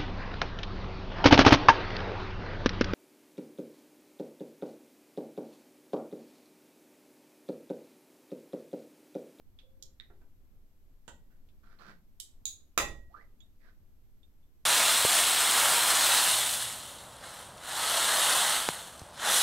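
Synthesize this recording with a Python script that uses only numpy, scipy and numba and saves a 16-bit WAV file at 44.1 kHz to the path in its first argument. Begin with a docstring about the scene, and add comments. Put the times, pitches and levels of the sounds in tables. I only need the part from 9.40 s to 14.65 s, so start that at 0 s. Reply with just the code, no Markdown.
"""Someone walks on two aluminium forearm crutches over carpet, a few metres from a stereo microphone in a small room.
Over ventilation rumble and a thin whine, a joint ticks, rubber groans faintly, a height pin clicks and a shoe pats.
A gentle tip plant knocks the tubes; soles brush the carpet and two more pin clicks lead to a second, hard plant.
A rising rubber squeak, more brushing and faint ticks follow. Shaped noise makes the contacts and carpet sounds,
decaying sines the ringing metal, gliding sines the rubber; decaying noise makes the room's reflections."""
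import sys
import numpy as np
from scipy import signal
from scipy.fft import rfft, irfft, next_fast_len
from scipy.io import wavfile
from scipy.ndimage import uniform_filter1d
from numba import njit

SR = 44100
rng = np.random.default_rng(int(sys.argv[2]) if len(sys.argv) > 2 else 0)


def unload_wav(signal):
    """Save mono or channel-first audio to the path in sys.argv[1] as 16-bit WAV at rate SR, clipped to [-1, 1]."""
    wavfile.write(
        sys.argv[1],
        SR,
        np.round(np.clip(np.atleast_2d(signal).T, -1, 1) * 32767).astype(np.int16),
    )


N = 231611
TIME = np.arange(N) / SR
RING = TIME[:SR]  # one second, the span of every short sound


def undb(db):
    """Decibels to gain."""
    return 10 ** (np.asarray(db) / 20)


def level(x, db):
    """Set the rms level."""
    return x * undb(db) / np.sqrt(np.mean(x ** 2))


def burst(x, db=0):
    """Give a short sound the energy of 10 ms at this rms level."""
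    return x * undb(db) * np.sqrt(SR / 100 / np.sum(x ** 2))


def lookup(hz, points):
    """Read (Hz, value) points on a log-frequency axis."""
    point_hz, value = np.transpose(points)
    return np.interp(np.log(np.maximum(hz, 1)), np.log(point_hz), value)


def colour(x, points, tilt_db=0):
    """Causal minimum-phase filter with a (Hz, dB) response, tilted per octave."""
    size = 2 * next_fast_len(len(x))
    hz = np.maximum(np.arange(size // 2 + 1) * SR / size, 10)
    response_db = lookup(hz, points) + tilt_db * np.log2(hz / hz.mean())
    cepstrum = irfft(np.log(undb(response_db)))
    # fold onto positive time
    cepstrum[1:size // 2] *= 2
    cepstrum[size // 2 + 1:] = 0
    return irfft(rfft(x, size) * np.exp(rfft(cepstrum)))[:len(x)]


def decay(t60_s):
    """An exponential fall of 60 dB in t60_s."""
    return np.exp(-np.log(1000) * RING / t60_s)


def delay(x, s):
    """The same sound s seconds later."""
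    return np.concatenate([np.zeros(int(abs(s) * SR)), x])[:len(x)]


def add(track, start_s, x):
    """Mix a sound into a track."""
    start = int(start_s * SR)
    track[..., start:start + x.shape[-1]] += x[..., :N - start]


def wander(size):
    """Smooth random motion of rms 1 that changes over about this many samples."""
    smooth = uniform_filter1d(rng.standard_normal(N), size)
    return level(uniform_filter1d(smooth, size), 0)


def envelope(start_s, length_s, attack_s, release_s):
    """Gain of a sliding contact: it builds up, holds and falls 60 dB in release_s."""
    rise = np.sin(np.pi / 2 * np.clip((TIME - start_s) / attack_s, 0, 1)) ** 2
    past_end_s = np.maximum(TIME - start_s - length_s, 0)
    return rise * np.exp(-np.log(1000) * past_end_s / release_s)


def ring(modes):
    """Freely decaying modes of a struck part, each starting at a random phase."""
    total = 0
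    for hz, db, t60_s in modes:
        total = total + undb(db) * decay(t60_s) * np.sin(2 * np.pi * (hz * RING + rng.random()))
    return burst(total)


def chatter(t60_s):
    """A dying run of tiny contacts, with its energy spread evenly over frequency."""
    x = rng.standard_normal(len(RING)) * decay(t60_s)
    even = irfft(np.exp(1j * np.angle(rfft(x))), len(x))
    return burst(even * decay(10 * t60_s))


def crack(points, t60_s, snap_db=-8):
    """One sharp contact and the chatter of loose parts after it."""
    snap = burst(1. * (RING == 0), snap_db)
    return burst(colour(chatter(t60_s) + snap, points))


def diffuse(size):
    """Noise arriving from all sides: alike at both ports in the bass, unrelated in the treble."""
    # correlation of the two ports in a diffuse field: freq_hz, correlation [-]
    likeness = [(30, 0.55), (70, 1), (130, 0.96), (290, 0.88), (640, 0.62), (1400, 0.084), (3000, 0.079),
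                (16000, 0)]
    mid, side = rfft(rng.standard_normal((2, size)))
    alike = np.clip(lookup(np.arange(len(mid)) * SR / size, likeness), -1, 1)
    mid = mid * np.sqrt((1 + alike) / 2)
    side = side * np.sqrt((1 - alike) / 2)
    return irfft(np.array([mid + side, mid - side]), size)


def with_room(x, room_db):
    """A sound as two rows: what goes straight to the microphone, and what it sends into the room."""
    return np.array([x, x * undb(room_db)])


def background(air_db=-59, flutter_db=1, whine_hz=11804, whine_db=-85.5):
    """Ventilation noise whose rumble wavers and slowly eases, with smooth hiss and a steady electronic whine."""
    # ventilation spectrum: freq_hz, gain_db
    air_colour = [(10, 5), (20, 5), (35, -9.5), (50, -10.5), (66, -8.5), (100, -15.5), (125, -17.5),
                  (155, -25.5), (210, -20), (500, -32.5), (1000, -38), (2000, -41), (8000, -45),
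                  (16000, -48)]
    rumble_db, ease_db_per_s = 3.5, 0.08
    air = level(np.array([colour(port, air_colour) for port in diffuse(N)]), air_db)
    rumble = signal.sosfilt(signal.butter(1, 1000, fs=SR, output="sos"), air)
    knots_s = np.linspace(0, TIME[-1], num=40)
    flutter = np.interp(TIME, knots_s, rng.standard_normal(len(knots_s)))
    swell_db = rumble_db - ease_db_per_s * TIME + flutter_db * flutter
    whine = level(np.sin(2 * np.pi * whine_hz * TIME), whine_db)
    return air + rumble * (undb(swell_db) - 1) + whine


def room(x, build_s=0.014, left_db=-2.5):
    """Diffuse reflections that build up quickly and mostly die sooner in the treble."""
    # reverberation time: freq_hz, t60_s
    room_t60 = [(60, 1.0), (250, .6), (600, 0.37), (1500, 0.25), (3500, 0.29), (8000, 0.27), (15000, 0.24)]
    hz, s, cells = signal.stft(diffuse(len(RING)), SR, nperseg=256)
    t60_s = lookup(hz, room_t60)[:, None]
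    tail = signal.istft(cells * np.exp(-np.log(1000) * s / t60_s), SR)[1][:, :len(RING)]
    tail = tail * (1 - decay(build_s))
    tail = tail / np.sqrt(np.sum(tail ** 2) / 2) * undb([[left_db], [0]])
    return signal.fftconvolve(x[None], tail, axes=1)[:, :N]


def direct(x, echo_s=0.0089, echo_db=-10, left_lag_s=.00007):
    """The straight path and one bounce off a near surface; both reach the left port later and duller."""
    # left port, facing away from the walker: freq_hz, gain_db
    shadow = [(100, -3), (500, -9), (1300, -14.5), (3500, -21.5), (15000, -11.5)]
    x = x + undb(echo_db) * delay(x, echo_s)
    return np.array([delay(colour(x, shadow), left_lag_s), x])


def steps():
    """A shoe settles on the carpet: soft, dull noise pats that swell and decay."""
    # pats: start_s, level_db, t60_s, tilt_db_per_octave
    step_events = [(0.426, -53, 0.14, -6.5), (0.699, -56, 0.074, -1), (0.814, -65, 0.039, 3),
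                   (1.114, -59.5, 0.15, -5), (1.901, -67, 0.17, 6)]
    # pat spectrum: freq_hz, gain_db
    step_colour = [(100, -2.5), (250, 0), (390, 4.5), (560, -2.5), (750, 1), (1100, -11.5), (1550, 1.5),
                   (2100, -13), (2800, -23), (8000, -40)]
    out = np.zeros(N)
    for start_s, db, t60_s, tilt_db in step_events:
        pat = rng.standard_normal(len(RING)) * (decay(t60_s) - decay(t60_s / 4))
        add(out, start_s, burst(colour(pat, step_colour, tilt_db), db))
    return with_room(out, -3.0)


@njit
def resonate(x, hz, width_hz):
    """State-variable band-pass whose centre moves every sample."""
    y, band, low = np.empty(len(x)), 0., 0.
    for i in range(len(x)):
        g = np.tan(np.pi * hz[i] / SR)
        k = width_hz / hz[i]
        v = (band + g * (x[i] - low)) / (1 + g * (g + k))
        band = 2 * v - band
        low = low + 2 * g * v
        y[i] = k * v
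    return y


def scuffs(fibres_per_s=4500, width_hz=340.0, broad_db=-4, narrow_db=-2):
    """Carpet loops flick off the sole as it grips and slips; the gap under the shoe resonates at a gliding pitch."""
    # brushes: start_s, length_s, gain_db, resonance_hz, glide_octaves_per_s
    scuff_events = [(2.212, 0.13, -64.5, 1310, 1.5), (2.372, 0.14, -52, 1260, 2.2),
                    (3.694, 0.13, -67, 602, -0.5), (4.181, 0.077, -67.5, 2190, -3.5),
                    (4.245, 0.033, -59, 1750, -4)]
    # brush spectrum: freq_hz, gain_db
    scuff_colour = [(90, -26.5), (170, 0), (300, -9), (600, -9), (950, -13.5), (1200, -9), (1650, -12),
                    (2200, -15), (2800, -20.5), (4600, -16), (7000, -29.5), (14000, -40)]
    attack_s, release_s = 0.049, 0.14
    out = np.zeros(N)
    for start_s, length_s, db, hz, glide in scuff_events:
        grip = undb(2.5 * wander(size=220))
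        flicks = rng.standard_normal(N) * (rng.random(N) < fibres_per_s / SR) * grip
        brush = colour(flicks, scuff_colour)
        centre_hz = hz * 2 ** (glide * np.clip(TIME - start_s, 0, length_s))
        hollow = resonate(brush, centre_hz, width_hz)
        scuff = level(brush, broad_db) + level(hollow, narrow_db)
        out += scuff * undb(db) * envelope(start_s, length_s, attack_s, release_s)
    return with_room(out, -7.5)


def slips(room_db=-7):
    """Stick and slip: rubber groans or squeaks with a stuttering, rising tone; its first hard grip relaxes."""
    # slips: start_s, length_s, tone_level_db, start_pitch_hz, glide_hz_per_s, attack_s, bite_db,
    # pitch_jitter [fraction], stutter_db
    slip_events = [(0.221, 0.28, -74.5, 524, 15, 0.034, 14, 0.031, -0.2),
                   (3.685, 0.053, -66, 520, 7700, 0.021, -0.5, 0.0426, 1),
                   (3.739, 0.075, -55, 1119, 11800, 0.0073, 17, 0.0305, 5)]
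    bite_s, release_s = 0.013, 0.067  # bite_s: time constant of the grip in dB
    out = np.zeros(N)
    for start_s, length_s, db, hz, glide, attack_s, bite_db, jitter, stutter_db in slip_events:
        steady_hz = hz + glide * np.clip(TIME - start_s, 0, length_s)
        pitch_hz = steady_hz * (1 + jitter * wander(size=60))
        stutter = undb(stutter_db * wander(size=110))
        tone = level(np.sin(2 * np.pi * np.cumsum(pitch_hz) / SR) * stutter, db)
        bite = undb(bite_db * np.exp(-np.maximum(TIME - start_s - attack_s, 0) / bite_s))
        out += tone * bite * envelope(start_s, length_s, attack_s, release_s)
    return with_room(out, room_db)


def ticks(tick_rise_s=0.0023, tone_rise_s=0.0028):
    """A cuff or grip joint ticks softly, with one resonance and its octave ringing."""
    # ticks: start_s, tone_level_db, pitch_hz, t60_s, octave_db, dry_tick_db, room_db
    tick_events = [(0.1882, -52, 3433, 0.063, -37, -6, -6.5), (0.5996, -41, 3730, 0.01, -28, -16.5, -11.5),
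                   (0.5996, -52, 1895, 0.0067, -21, -29, -0.5), (2.0875, -72.5, 3590, 0.055, -13, 3.5, -12),
                   (2.3880, -61, 4230, 0.14, -23, -8, -16), (4.0040, -56, 3400, 0.072, -7, -10, -13),
                   (4.0160, -64.5, 3710, 0.16, -15, -33.5, -3.5),
                   (4.8310, -61.5, 3610, 0.06, -19.5, -11, -15), (5.0290, -79, 3480, 0.09, -20, -1, -8)]
    # dry tick spectrum: freq_hz, gain_db
    tick_colour = [(600, -13), (1300, -7.5), (1950, -6), (2600, 2.5), (3500, 5.5), (5000, -6),
                   (7200, -15.5), (9000, -23), (16000, -33)]
    out = np.zeros((2, N))
    for start_s, db, hz, t60_s, octave_db, tick_db, room_db in tick_events:
        tone = ring([(hz, 0, t60_s), (2 * hz, octave_db, t60_s)]) * (1 - decay(tone_rise_s))
        dry_tick = crack(tick_colour, 0.086, snap_db=-9) * (1 - decay(tick_rise_s))
        add(out, start_s, with_room(undb(db) * (tone + undb(tick_db) * dry_tick), room_db))
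    return out


def pins(settle_db=-13, fade_db=5):
    """The lower tube drops onto its spring pin, rebounds, rings high and settles in a few fainter contacts."""
    # pin snaps: start_s, click_level_db, rattle_t60_s, rebound_after_s, rebound_db, ring_db, room_db
    pin_events = [(0.425, -44, 0.023, .001, -1, -41, -9.5), (2.7999, -37.5, 0.0098, 0.0016, 6, -21.5, -5),
                  (3.0550, -29.5, 0.0041, .0014, -3.5, -17.5, -1.5)]
    # one click spectrum per snap: freq_hz, gain_db
    pin_colours = [
        [(1060, -66), (1800, -34), (2640, -37), (3290, -5), (3810, -5.5), (4020, -5), (5750, -2.5), (6240, -8),
         (6900, 1), (8060, -14), (10500, -14.5), (11100, -28), (12400, -7), (15100, -34), (16000, -44)],
        [(880, -57.5), (1500, -36), (2190, -21), (2560, -29), (3220, 0), (4200, -9), (4500, -6.5), (5710, -8),
         (7920, -2), (9560, -16), (10000, -12), (11200, -7.5), (12500, -19), (14600, -13), (16000, -34)],
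        [(1200, -50.5), (2000, -24), (2800, -15.5), (3100, -22), (3400, -3.5), (3750, 1), (4500, -9.5),
         (5900, -11.5), (6700, 9), (7300, -5), (9000, -10.5), (12000, -15), (14500, -17), (16000, -18.5)],
    ]
    # unloaded lower tube: freq_hz, level_db, t60_s
    pin_modes = [(3690, -5, .2), (3740, 0, .28), (4113, -8, .14), (6690, -6, .2), (6780, -2, .3),
                 (6860, -5, .3), (7537, -13, .18)]
    out = np.zeros((2, N))
    for event, points in zip(pin_events, pin_colours):
        start_s, db, rattle_s, rebound_s, rebound_db, ring_db, room_db = event
        first = crack(points, rattle_s)
        rebound = undb(rebound_db) * delay(crack(points, rattle_s), rebound_s)
        click = burst(first + rebound)
        for k, lag_s in enumerate(np.cumsum(rng.uniform(.007, 0.022, size=3))):
            click = click + undb(settle_db - k * fade_db) * delay(crack(points, rattle_s), lag_s)
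        tube = undb(ring_db) * ring(pin_modes)
        add(out, start_s, with_room(undb(db) * (click + tube), room_db))
    return out


def plants(cushion_s=0.0013, collar_db=0):
    """The rubber tip gives briefly, the tubes slam together and ring; the weight shakes the floor a moment later."""
    # tip plants: start_s, level_db, rattle_t60_s, tube_ring_db, floor_shake_db, room_db
    plant_events = [(1.6787, -42.5, 0.074, -14.5, -7.5, -5.5), (3.3769, -21, .016, -5, -16.5, 0)]
    # one knock spectrum per plant, gentle then hard: freq_hz, gain_db
    plant_colours = [
        [(120, -6), (230, -1), (380, -11), (560, -0.5), (720, -9), (920, 1), (1120, -9), (1500, 1.5),
         (2200, -20.5), (2950, -6), (5300, -20.5), (7400, -6), (9500, -24), (16000, -34)],
        [(50, -3.5), (120, -6.5), (240, -4.5), (340, -0.5), (580, 3), (800, 3.5), (1500, 0), (2700, 3.5),
         (4500, -3.5), (5500, -3.5), (6900, 2), (9500, -8), (15500, -10)],
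    ]
    # loaded tubes: freq_hz, level_db, t60_s
    tube_modes = [(327, -13, 0.36), (817, 7, 0.096), (1030, -1, 0.14), (1243, 4, 0.046), (1330, 3, 0.06),
                  (1790, 1, 0.11), (1887, -3.5, 0.21), (1913, -2, 0.51), (2020, 8, 0.095),
                  (2410, -0.5, 0.048), (2622, 5.5, 0.15), (2762, -4, 0.13), (2992, -8.5, .14),
                  (3570, -7, 0.29), (6420, -3.5, 0.13), (6830, -7.5, 0.24), (7680, -7.5, 0.2)]
    # collar between the tubes, a brief clack: freq_hz, level_db, t60_s
    collar_modes = [(1300, 2, 0.02), (2630, -3, 0.03)]
    floor_colour = [(20, 3.5), (45, -6), (68, -4.0), (110, -13.5), (300, -31.0), (1000, -66.5)]  # (Hz, dB)
    out = np.zeros((2, N))
    for (start_s, db, rattle_s, ring_db, shake_db, room_db), points in zip(plant_events, plant_colours):
        cushion = 1 - decay(cushion_s)
        knock = (crack(points, rattle_s, snap_db=-23.0) + undb(ring_db) * ring(tube_modes)) * cushion
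        shake = rng.standard_normal(len(RING)) * (decay(0.5) - decay(.12))
        shake = burst(colour(shake, floor_colour), shake_db)
        add(out, start_s, with_room(undb(db) * (knock + shake), room_db))
        # the collar faces the microphone and has its own room level
        clack = undb(db + ring_db + collar_db) * ring(collar_modes) * cushion
        add(out, start_s, with_room(clack, -6))
    return out


def scene():
    """All sources, heard straight and through the room, over the background."""
    straight, sent = steps() + scuffs() + slips() + ticks() + pins() + plants()
    return background() + room(sent) + direct(straight)


def record(dry, top_hz=16200):
    """The recorder cuts the top with a steep elliptic low-pass."""
    return signal.sosfilt(signal.ellip(8, .2, 70, top_hz, fs=SR, output="sos"), dry)


dry = scene()
out = record(dry)
unload_wav(out)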